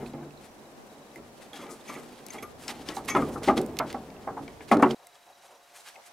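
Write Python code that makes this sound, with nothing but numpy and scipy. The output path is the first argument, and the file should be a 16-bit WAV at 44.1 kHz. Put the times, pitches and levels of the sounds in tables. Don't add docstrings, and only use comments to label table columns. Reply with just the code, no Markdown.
import sys
import numpy as np
from scipy import signal
from scipy.fft import rfft, irfft
from scipy.io import wavfile
from scipy.ndimage import uniform_filter1d

SR = 44100
rng = np.random.default_rng(int(sys.argv[2]) if len(sys.argv) > 2 else 0)


def wav_record(signal):
    frames = np.transpose(np.atleast_2d(signal))
    bounded = np.clip(frames, -1, 1)
    quanta = np.round(bounded * 32767).astype(np.int16)
    wavfile.write(sys.argv[1], SR, quanta)


def to_linear_factor(level_db):
    exponent = np.asarray(level_db, float) / 20
    return 10 ** exponent


N = 269892
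TIME = np.arange(N) / SR
BIN_HZ = np.fft.rfftfreq(N, 1 / SR)
CHANGE_S = 4.948
OPPOSITE = np.array([[1], [-1]])


def unit(x):
    return x / np.sqrt(np.mean(x ** 2))


def band(x, lo_hz, hi_hz):
    return signal.sosfilt(signal.butter(2, [lo_hz, min(hi_hz, .45 * SR)], "band", fs=SR, output="sos"), x)


def on_log(table, hz):
    points_hz, values = np.transpose(table)
    return np.interp(np.log(hz + 1), np.log(points_hz), values)


def colour(x, spectrum):
    return unit(irfft(rfft(x) * to_linear_factor(on_log(spectrum, BIN_HZ)), N))


def curve(table):
    start_s, level_db = np.transpose(table)
    return np.interp(TIME, start_s, level_db)


def walk(rate_hz):
    k = int(SR / rate_hz)
    return unit(uniform_filter1d(uniform_filter1d(rng.standard_normal(N), k), k))


def grit(spread_db):
    return unit(rng.standard_normal(N) * to_linear_factor(spread_db * np.minimum(rng.exponential(size=N), 6)))


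def decay(t, t60_s):
    return np.exp(-np.log(1000) * t / t60_s)


def add(out, start_s, y):
    i = max(int(start_s * SR), 0)
    out[..., i:i + y.shape[-1]] += y[..., :N - i]


def ring(modes, contact_s, scatter_db, detune, soft_hz, lean_db=0., clatter=0.77, rough=0.45):
    hz, db, t60_s = np.transpose(modes)[:, :, None]
    t = TIME[:int(t60_s.max() * SR)]
    level_chance, pitch_chance = rng.standard_normal((2, len(modes), 1))
    taps = rng.laplace(size=SR // 10)
    tones = np.sin(2 * np.pi * hz * (1 + detune * pitch_chance) * t)
    tones = to_linear_factor(db + lean_db + scatter_db * level_chance) * tones
    body = (tones * decay(t, t60_s)).sum(0)
    blur = band(rng.standard_normal(SR)[:len(t)], hz.min(), hz.max()) * decay(t, t60_s.mean())
    body = body / np.std(body) + rough * blur / np.std(blur)
    x = TIME[:len(taps)] / np.clip(contact_s, .001, .04)
    force = np.minimum(10.4 * x, 1) * (np.exp(-2 * x ** 2) + clatter * np.exp(-x / 2.0))
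    y = band(signal.fftconvolve(body, taps * force), 1.12 * hz.min(), soft_hz)
    loudest = uniform_filter1d(y ** 2, SR // 200).max() ** .5
    return y / (1.46 * loudest)


# pitch_hz [Hz], level_db [dB], t60_s [s]
BOOM_MODES = [(147, -7, 0.29), (215, 4.5, 0.014), (239.4, 3, 0.4), (282.4, 9.5, 0.12), (332.2, -3, 0.25),
              (371.5, 3, 0.14), (419, -6.5, 0.51), (451.3, -2, 0.23), (514, -46, 0.059)]
CASE_MODES = [(572.6, 2, 0.31), (648, 10, 0.075), (705, -2, 0.11), (758, -4.5, 0.17), (807, 9.5, 0.066),
              (866, 3, 0.1), (974, 7.5, 0.033), (1062, -1.5, 0.053), (1200, 8, 0.033), (1239, 5, 0.026),
              (1440, -22, 0.02)]
CLACK_MODES = [(1400, -13, 0.013), (1713, 3, 0.037), (1898, 1, 0.036), (2080, 7.5, 0.031), (2280, 1, 0.033),
               (2645, -17.5, 0.047), (3380, -10.5, .02)]
# start_s [s], level_db [dB], boom_db and clack_db [dB above level], favoured pitch_hz [Hz]
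BLOWS = [(0.138, -38, 7.5, -13, 790), (0.022, -40.5, 1, -24, 760), (0.18, -41, -2, -17, 794),
         (0.225, -44, -15, -11, 700), (2.427, -36, 1, -6.5, 1190), (2.969, -23.5, -13, -21, 857),
         (3.15, -15.5, -6.5, -10.5, 1060), (3.163, -16, -3.5, -12, 1100), (3.222, -24.5, -1.5, -17, 1160),
         (3.359, -28.5, -0.5, -40, 1090), (3.42, -36, 6, -22, 1030), (3.478, -18, 3.5, -31, 840),
         (3.484, -10.5, -10.5, -10, 744), (3.493, -15, 2, -22, 1250), (3.512, -31, 11.5, -26, 630),
         (3.799, -19, -10.5, -12.5, 690), (3.945, -23.5, -6.5, -21, 720), (4.274, -26, -16, -31, 720),
         (4.28, -35, -3, -23, 1290), (4.369, -27.5, -7, -36, 785), (4.376, -38, -2, -29, 1270),
         (4.48, -42.5, 5, -2.5, 596), (4.607, -44, 4, 1, 900), (4.715, -9.5, -0.5, -13, 705),
         (4.729, -15, -5, -16, 870), (4.826, -7.5, -2.5, -12.5, 990), (4.86, -24, 3, -24, 780)]
# start_s [s], level_db [dB], boom_db [dB above level], favoured pitch_hz [Hz]
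DRAGS = [(0.005, -44.5, 0, 756), (1.165, -49.5, 10.5, 580), (1.533, -40.5, -3, 740),
         (1.591, -43, 5.5, 1200), (1.625, -42.5, -5, 1090), (1.655, -42.5, 2.5, 790),
         (1.685, -42.5, 3.5, 1170), (1.715, -59, 2, 800), (1.889, -34, -2, 1090), (1.96, -39.5, 5, 1100),
         (2.341, -37, 0.5, 774), (2.689, -33, -2, 795), (2.886, -35.5, 0.5, 570), (3.084, -28, -16, 1340)]
# start_s [s], boom level_db [dB], case_db [dB above boom]
THUMPS = [(0.029, -33.5, -12), (0.065, -41, -16), (0.21, -41.5, 0), (0.252, -38, -15), (3.18, -17.5, -3),
          (3.286, -34, 0), (3.57, -17.5, -10.5), (3.6, -23.5, -13), (3.849, -31.5, -6), (4.308, -34, -27),
          (4.409, -31.5, -27), (4.766, -15.5, -10), (4.797, -27, 7), (4.902, -21.5, -8.5)]
BLOW_CONTACT_S, DRAG_CONTACT_S, THUMP_CONTACT_S = 0.011, 0.037, 0.012
DRAG_CLACK_DB, THUMP_CLACK_DB, THUMP_HZ = -6.5, -20, 738


def knocks():
    out, modes_hz = np.zeros(N), np.array(CASE_MODES)[:, :1]
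    hits = [(s, db, boom_db, clack_db, BLOW_CONTACT_S, hz) for s, db, boom_db, clack_db, hz in BLOWS]
    hits += [(s, db, boom_db, DRAG_CLACK_DB, DRAG_CONTACT_S, hz) for s, db, boom_db, hz in DRAGS]
    hits += [(s, db + case_db, -case_db, THUMP_CLACK_DB, THUMP_CONTACT_S, THUMP_HZ)
             for s, db, case_db in THUMPS]
    for start_s, db, boom_db, clack_db, contact_s, hz in hits:
        lean_db = 16.5 * np.exp(-(np.log(modes_hz / hz) / .13) ** 2)
        case = ring(CASE_MODES, contact_s, 2.5, 0.012, 1520, lean_db)
        boom = ring(BOOM_MODES, 0.97 * contact_s, 1.5, 0.014, 710, rough=0.75)
        clack = ring(CLACK_MODES, 0.91 * contact_s, 2.5, 0.013, 3140)
        add(out, start_s - .0015, to_linear_factor(db) * case)
        add(out, start_s - .00385, to_linear_factor(db + boom_db) * boom)
        add(out, start_s - .0012, to_linear_factor(db + clack_db) * clack)
    return out


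# start_s [s], pitch_hz [Hz], level_db
# [dB], t60_s [s]
LONE_RINGS = [(0.0, 142.5, -39.5, 0.76), (0.03, 239.4, -34, 0.59), (0.139, 146, -38.5, 0.72),
              (0.149, 341.4, -40, 0.68), (.215, 147, -38, 0.23), (0.219, 335.7, -41, 0.46),
              (3.199, 147, -32.5, 0.38), (3.479, 237, -31, 0.17), (3.489, 255, -25, 0.1),
              (4.712, 233.6, -7.5, 0.13), (4.824, 277.4, -10.5, 0.16),
              (1.533, 3280, -44, 0.14), (1.56, 3280, -50, .15), (1.585, 3340, -52, 0.17),
         (1.615, 3360, -52, 0.25), (1.535, 10786, -53, .12), (1.56, 6344, -54, .15), (1.61, 6380, -54, .15),
         (1.876, 2236, -40, .15), (1.876, 6300, -52, .12), (1.895, 1170, -33, 0.12),
         (2.378, 3340, -46, 0.11), (1.158, 2080, -40, .06), (2.43, 1205, -35.5, 0.19),
         (2.685, 815, -40, 0.17), (2.885, 302, -30, 0.17), (2.885, 1700, -40, 0.12),
         (2.92, 1940, -38, 0.091), (3.09, 1874, -34, .2), (3.085, 2600, -36, 0.2),
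         (3.11, 2252, -28.5, 0.16), (3.085, 3300, -40, 0.28), (3.15, 374, -18.5, 0.17),
         (3.151, 1010, -16.5, .12), (3.154, 1286, -18, 0.11), (3.22, 1205, -26, 0.11),
         (4.272, 797, -24.5, 0.11), (4.274, 1290, -39, 0.086), (4.715, 710, -9, 0.077),
         (4.715, 1265, -14, 0.087), (4.725, 935, -14, .08), (4.724, 398, -9, 0.059),
         (4.755, 297.6, -14, .18), (4.74, 593, -23, .12), (4.828, 1060, -24, 0.1), (4.83, 568, -19, 0.13),
         (4.853, 369.4, -17, 0.21), (4.915, 433, -30, .2)]


def lone_modes():
    out, t = np.zeros(N), TIME[:SR // 2]
    for start_s, hz, db, t60_s in LONE_RINGS:
        swell = np.minimum(t / 0.0056, 1)
        add(out, start_s, to_linear_factor(db) * swell * decay(t, t60_s) * np.sin(2 * np.pi * hz * t))
    return out


# start_s [s], level_db [dB], pitch_hz [Hz], pitched share [0-1]
TICKS = [(0.0634, -37, 2520, 0.7), (.064, -45, 4050, 0.65), (0.1356, -42, 2040, 0.24),
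         (0.3082, -43, 2570, 0.46), (0.375, -44.5, 4070, 0.64), (1.429, -47, 2290, 0.2),
         (1.6676, -39, 2280, 0.3), (1.6894, -56, 2260, 0.4), (1.8123, -42, 3600, 0.54),
         (2.2857, -36, 2320, 0.2), (2.6818, -20, 5380, 0.43), (2.8889, -18.5, 3430, 0.18),
         (2.9683, -27, 4000, 0.4), (3.1522, -28, 2170, 0.2), (3.579, -22, 2840, 0.13),
         (3.903, -30, 2250, 0.14), (4.1036, -39, 2310, 0.36), (4.166, -43.5, 2700, 0.7),
         (4.277, -42, 2040, 0.9), (4.372, -46, 2060, .8), (4.4804, -34, 2260, 0.5), (4.509, -45, 2220, 0.5),
         (4.6083, -41, 2060, 0.7), (4.7155, -17, 2050, 0.95), (4.7294, -28, 2070, 0.3),
         (4.7714, -29, 4080, 0.23), (4.8272, -21, 1940, 0.9), (4.9095, -23, 3190, 0.6),
         (4.912, -32, 3300, 0.1), (5.156, -44.5, 3320, 0.36), (5.9, -41, 1880, 0.6),
         (5.958, -41, 2570, 0.84), (5.963, -39, 2140, 0.7)]
# start_s [s], level_db [dB], top_db [dB above level], pitched share [0-1]
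SNAPS = [(1.16, -35, -13, 0.9), (1.942, -34, -9, 0.34), (2.266, -45.5, 9.5, 0.6), (2.3367, -36, -9, 0.4),
         (2.426, -44, -5, 0.7), (3.051, -56, 9, 0.5), (3.4336, -37, -13, 1), (3.6165, -49.5, 12, 0.7),
         (3.6637, -46.5, 4, 0.4), (3.77, -27.5, -19, 0.24), (3.79, -13, -13.5, 0.1),
         (3.929, -28.5, -17, 0.28), (5.071, -48, 5, 0.7), (6.041, -45, -32, 0.62)]
TICK_TOP_DB, SNAP_HZ = -38, 2074


def ticks():
    out, t = np.zeros(N), TIME[:1500]
    tips = [(s, db, hz, TICK_TOP_DB, share) for s, db, hz, share in TICKS]
    tips += [(s, db, SNAP_HZ, top_db, share) for s, db, top_db, share in SNAPS]
    for start_s, db, hz, top_db, share in tips:
        snap = rng.standard_normal(len(t))
        pitched = share * np.sin(2 * np.pi * hz * t) * np.exp(-t / 0.003) * np.minimum(t / .0007, 1)
        crack = 0.9 * (1 - share) * band(snap * np.exp(-t / 0.0029), 1900, 5370)
        crack = crack + to_linear_factor(top_db + 2.5) * band(snap * np.exp(-t / 0.0021), 4400, 12000)
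        add(out, start_s - .0012, (pitched + crack) * to_linear_factor(db + 3.5))
    return out


# start_s [s], level_db [dB], centre pitch_hz [Hz]
CLICKS = [(1.1534, -49, 10100), (1.885, -39, 8000), (1.896, -46, 7000), (1.906, -45, 5000),
          (2.2618, -43, 9900), (2.2664, -46, 9500), (2.285, -32, 9000), (2.3356, -36, 13000),
          (2.6807, -19, 7040), (2.888, -32, 5590), (2.966, -24, 7820), (3.049, -43, 12500),
          (3.058, -33, 8500), (3.1582, -38, 11000), (3.2904, -31, 11000), (3.3278, -43, 7030),
          (3.4342, -25, 5200), (3.5783, -31, 5060), (3.6137, -36, 11500), (3.7693, -29, 4480),
          (3.7888, -15, 5470), (3.928, -27, 7500), (4.714, -31, 12000), (4.7178, -21, 9000),
          (4.7352, -42, 9000), (4.7698, -32, 8800), (4.7976, -42, 9500), (4.8198, -39, 12000),
          (4.825, -24, 6000), (4.829, -39, 12500), (4.8328, -33, 10000), (5.0696, -38, 11600)]


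def clicks():
    out, t = np.zeros(N), TIME[:400]
    span = 1.4
    for start_s, db, hz in CLICKS:
        burst = rng.standard_normal(len(t)) * np.exp(-t / .0008)
        y = band(burst, hz / span, hz * span)
        add(out, start_s - .0003, to_linear_factor(db - 4.5) * y / np.abs(y).max())
    return out


# pitch_hz [Hz], level_db [dB], t60_s [s]
RING_MODES = [(1995, 4, 0.066), (2244, 11, 0.017), (3340, -6, 0.042), (5570, -6, 0.025), (6350, 1.5, 0.019),
              (11000, 3.5, 0.034), (11650, 7.5, 0.027)]
# start_s [s], level_db [dB], favoured pitch_hz [Hz], lift_db [dB], shake_s [s]
JINGLES = [(1.532, -37.5, 3310, 18, 0.0061), (1.555, -50, 3310, 17, 0.044), (1.595, -50, 3310, 17, 0.03),
           (1.625, -59, 3310, 12, 0.027), (1.877, -43, 6350, 3, .02), (1.884, -41, 2230, -7, 0.036),
           (1.95, -39.5, 2230, 4, 0.017), (2.305, -33.5, 6350, 7.5, 0.0032),
           (2.383, -35.5, 2740, 24, 0.008), (2.426, -38, 11600, 12, 0.012), (3.081, -28.5, 3340, -4, 0.023),
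           (3.097, -25, 6350, 11, 0.021)]


def jingles():
    out, lowest_hz = np.zeros(N), RING_MODES[0][0]
    octaves = np.log2(np.array(RING_MODES)[:, :1] / lowest_hz)
    for start_s, db, hz, lift_db, shake_s in JINGLES:
        distance = octaves - np.log2(hz / lowest_hz)
        lean_db = -1 * octaves + lift_db * np.exp(-(distance / 0.29) ** 2)
        jingle = ring(RING_MODES, shake_s, 1.0, 0.0017, 7800, lean_db, clatter=0.5, rough=0.15)
        add(out, start_s - .001, to_linear_factor(db) * jingle)
    return out


# start_s [s], level_db [dB]
RUSTLE = [(0.0, -56), (0.19, -65), (0.94, -64), (1.52, -60.5), (2.27, -54), (2.47, -58), (2.68, -65),
          (2.78, -51), (3.5, -56), (3.73, -57.5), (4.02, -65), (4.66, -57), (4.9, -48), (4.955, -63),
          (5.62, -66.5), (5.76, -58), (5.93, -61), (6.12, -59)]
# middle start_s [s], level_db [dB], top_db [dB above level], length_s [s]
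SCRAPES = [(0.423, -54, -7, 0.021), (1.429, -53, -8, 0.018), (1.566, -50, -13, 0.025),
           (1.613, -61, -5, 0.047), (1.718, -63, 15, 0.014), (1.892, -45.5, -9, 0.023),
           (1.962, -67, 8, 0.043), (2.342, -47, -1, 0.012), (2.629, -47.5, -3, 0.027),
           (2.697, -35, -11, 0.014), (2.901, -47.5, -10, 0.027), (2.961, -51.5, 7, 0.016),
           (3.087, -36, -5.5, 0.0076), (3.173, -44.5, -1.5, 0.017), (3.237, -52.5, -5, 0.028),
           (3.283, -62, -17, 0.026), (3.342, -60.5, 7, 0.028), (3.441, -38.5, -10, 0.013),
           (3.48, -36.5, -15, 0.022), (3.58, -36, -12, 0.013), (3.913, -49.5, -40, 0.043),
           (4.23, -58, -34, 0.012), (4.689, -46.5, -13, 0.0091), (4.726, -33.5, -18, 0.0095),
           (4.828, -30, -7.5, 0.0049), (4.913, -47, -34, 0.0091), (5.456, -59, -6.5, 0.028),
           (5.78, -52, 1, 0.025), (5.83, -72, 4, 0.05), (5.88, -53, -9, 0.029), (6.065, -56.5, 2, 0.012)]


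def rustle():
    press_db = curve(RUSTLE)
    low, top = to_linear_factor(press_db), to_linear_factor(-65.5 + 0.49 * (press_db + 60.5))
    for middle_s, db, top_db, length_s in SCRAPES:
        x = np.arange(-3, 8, 1 / (length_s * SR))
        swell = np.exp(-np.where(x < 0, 1.06 * x ** 2, 0.66 * np.abs(x) ** 1.18))
        add(low, middle_s - 3 * length_s, to_linear_factor(db) * swell)
        add(top, middle_s - 3 * length_s, to_linear_factor(db + top_db) * swell)
    grains = grit(2.3) * to_linear_factor(2.87 * walk(55))
    bright = 1.1 * grains + 0.45 * grit(2.6) * to_linear_factor(1.5 * walk(60))
    return low * unit(band(grains, 810, 4860)) + top * unit(band(bright, 3570, 10160))


# start_s [s], level_db [dB]
HAND = [(0.0, -34.5), (0.1, -49), (0.27, -53.5), (1.01, -52.5), (1.2, -55), (1.67, -53.5), (2.29, -50),
        (2.55, -55.5), (2.67, -48), (2.98, -48.5), (3.18, -35), (3.29, -31.5), (3.5, -52), (3.58, -31),
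        (3.82, -41.5), (4.04, -45), (4.63, -54.5), (4.95, -31.5)]
# start_s [s], level_db [dB]
PALM = [(0.0, -50), (0.78, -73), (1.1, -74), (1.2, -55), (1.4, -71), (2.31, -68), (2.45, -55), (2.72, -59),
        (2.8, -51), (2.94, -54.5), (3.23, -40.5), (3.43, -50), (3.51, -38.5), (3.6, -47.5), (4.29, -56.5),
        (4.55, -52), (4.66, -57), (4.74, -48)]
# pitch_hz [Hz], level_db [dB per Hz]
GRIP = [(300, -16.5), (500, -4), (780, -6), (900, -8.5), (1400, -19.5), (2000, -24), (3000, -32.5),
        (5000, -40.5)]


def hand():
    effort_db = curve(HAND)
    boom = sum(to_linear_factor(0.32 * db) * unit(band(grit(2.8), hz / 1.11, hz * 1.056)) for hz, db, _ in BOOM_MODES)
    mid_db = -50.5 + 0.53 * (effort_db + 50.0)
    mid = to_linear_factor(mid_db + 0.32 * walk(19)) * colour(grit(1.76), GRIP)
    sub = to_linear_factor(curve(PALM)) * unit(band(rng.standard_normal(N), 43, 167))
    return to_linear_factor(0.5 * walk(51)) * (to_linear_factor(effort_db) * unit(boom) + mid) + sub


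def loose():
    level_db = -58.5 + 0.14 * (curve(HAND) + 58) + 3.3 * walk(9.9)
    return to_linear_factor(level_db) * unit(band(rng.standard_normal(N), 35, 800))


# middle of the chirp [s], level_db [dB]
CHIRPS_MID = [(0.063, -57), (0.101, -61), (0.123, -64), (0.169, -67), (0.222, -67), (0.25, -65),
              (0.267, -67), (0.341, -66), (0.39, -64), (0.593, -66), (0.659, -63), (0.693, -68),
              (0.782, -68), (0.903, -63), (0.933, -64), (0.959, -65), (1.002, -66), (1.028, -62),
              (1.07, -64), (1.117, -65), (4.967, -63), (5.001, -65), (5.033, -64), (5.065, -63),
              (5.098, -63), (5.132, -62), (5.167, -64), (5.191, -65), (5.215, -69), (5.233, -63),
              (5.267, -65), (5.291, -64), (5.332, -61), (5.358, -63), (5.398, -66), (5.427, -63),
              (5.446, -67), (5.465, -62), (5.501, -67), (5.532, -67), (5.56, -65), (5.618, -69),
              (5.635, -67), (5.65, -66), (5.668, -68), (5.807, -60)]
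CHIRPS_TOP = [(0.048, -68), (0.118, -70), (0.49, -68), (0.518, -66), (0.552, -70), (0.584, -70),
              (0.726, -70), (0.786, -68), (0.828, -69), (0.85, -67), (1.017, -69), (5.285, -68),
              (5.35, -66), (5.415, -68), (5.484, -65), (5.551, -66), (5.575, -66), (5.721, -68),
              (5.911, -64), (5.942, -65), (5.965, -68), (6.009, -66), (6.034, -67), (6.1, -65)]
MID_HZ, TOP_PARTIAL_HZ, CHIRP_S = 3877, 5833, .0052


def motor():
    out, t = np.zeros(N), TIME[:int(6 * CHIRP_S * SR)]
    envelope = np.exp(-(t / CHIRP_S - 3) ** 2)
    for hz, chirps in (MID_HZ, CHIRPS_MID), (TOP_PARTIAL_HZ, CHIRPS_TOP):
        for start_s, db in chirps:
            add(out, start_s - 3 * CHIRP_S, to_linear_factor(db + 5) * envelope * np.sin(2 * np.pi * hz * t))
    return out


# pitch_hz [Hz], level_db [dB per Hz]
HUM = [(35, -63), (60, -47), (360, -20.5), (398, -17.5), (515, -14.5), (568, -5.5), (619, -13), (714, -7),
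       (871, -11), (1800, -31), (2340, -50.5), (3960, -120)]
# start_s [s], length_s [s], level_db [dB]
HUM_SWELLS = [
    (5.003, 0.034, -57),
    (5.133, 0.055, -62),
    (5.273, 0.051, -59),
    (5.442, 0.018, -57.5),
    (5.494, 0.067, -56.5),
    (5.72, 0.088, -71),
    (5.792, 0.032, -60),
    (5.951, 0.062, -55),
    (6.083, 0.043, -61),
]


def hum():
    level = to_linear_factor(-64)
    for start_s, length_s, db in HUM_SWELLS:
        inside_s = np.minimum(TIME - start_s, start_s + length_s - TIME)
        level = level + to_linear_factor(db) * np.clip(inside_s / 0.013 + 1, 0, 1)
    drone = level * to_linear_factor(2.0 * walk(28.0)) * colour(rng.standard_normal(N), HUM)
    return drone + to_linear_factor(-61.0 + 1.0 * walk(31)) * np.sin(2 * np.pi * 702 * TIME)


# pitch_hz [Hz], level_db [dB per Hz]
HISS = [(40, -14), (250, -8.5), (500, -4), (900, -1), (1500, -3), (3500, -9.5), (6000, -11), (10000, -18.5),
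        (13500, -17), (16000, -26.5)]


def hiss(first):
    mid, side = (colour(rng.standard_normal(N), HISS) for _ in range(2))
    return to_linear_factor(-59.75 - 0.5 * first) * (mid + 1.22 * side * OPPOSITE)


# pitch_hz [Hz], level_db [dB]
SIDE_LEAK = [(40, -9), (200, -25), (600, -20), (1200, -12), (3000, -8), (8000, -3), (15000, 0)]


def spread(x):
    lead = .55 * np.minimum(BIN_HZ / 6000, 1)
    lean = 0.65 * rfft(x * np.tanh(2 * walk(45)))
    side = irfft((lean + 1j * lead * rfft(x)) * to_linear_factor(on_log(SIDE_LEAK, BIN_HZ)), N)
    return np.array([x + side, x - side])


def narrow(x):
    mid, side = (x[0] + x[1]) / 2, (x[0] - x[1]) / 2
    dull = to_linear_factor(-7.5) * signal.sosfilt(signal.butter(1, 8000, fs=SR, output="sos"), side)
    side = np.where((TIME > CHANGE_S) & (TIME < 5.8), dull, side)
    return np.array([mid + side, mid - side])


def scene():
    first = np.clip((CHANGE_S - TIME) / 0.0017, 0, 1)
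    case = first * (knocks() + lone_modes() + jingles() + hand()) + (1 - first) * hum()
    ports = spread(case + ticks() + clicks() + rustle() + motor())
    return ports + first * loose() * OPPOSITE + hiss(first)


def roll_off(x):
    return signal.sosfilt(signal.butter(12, 16090, fs=SR, output="sos"), x)


def record(dry):
    rounded = np.tanh(0.98 * narrow(dry)) / 1.211
    mix = signal.sosfilt(signal.ellip(8, .2, 60, 15750, fs=SR, output="sos"), rounded)
    return roll_off(mix)


dry = scene()
out = record(dry)
wav_record(out)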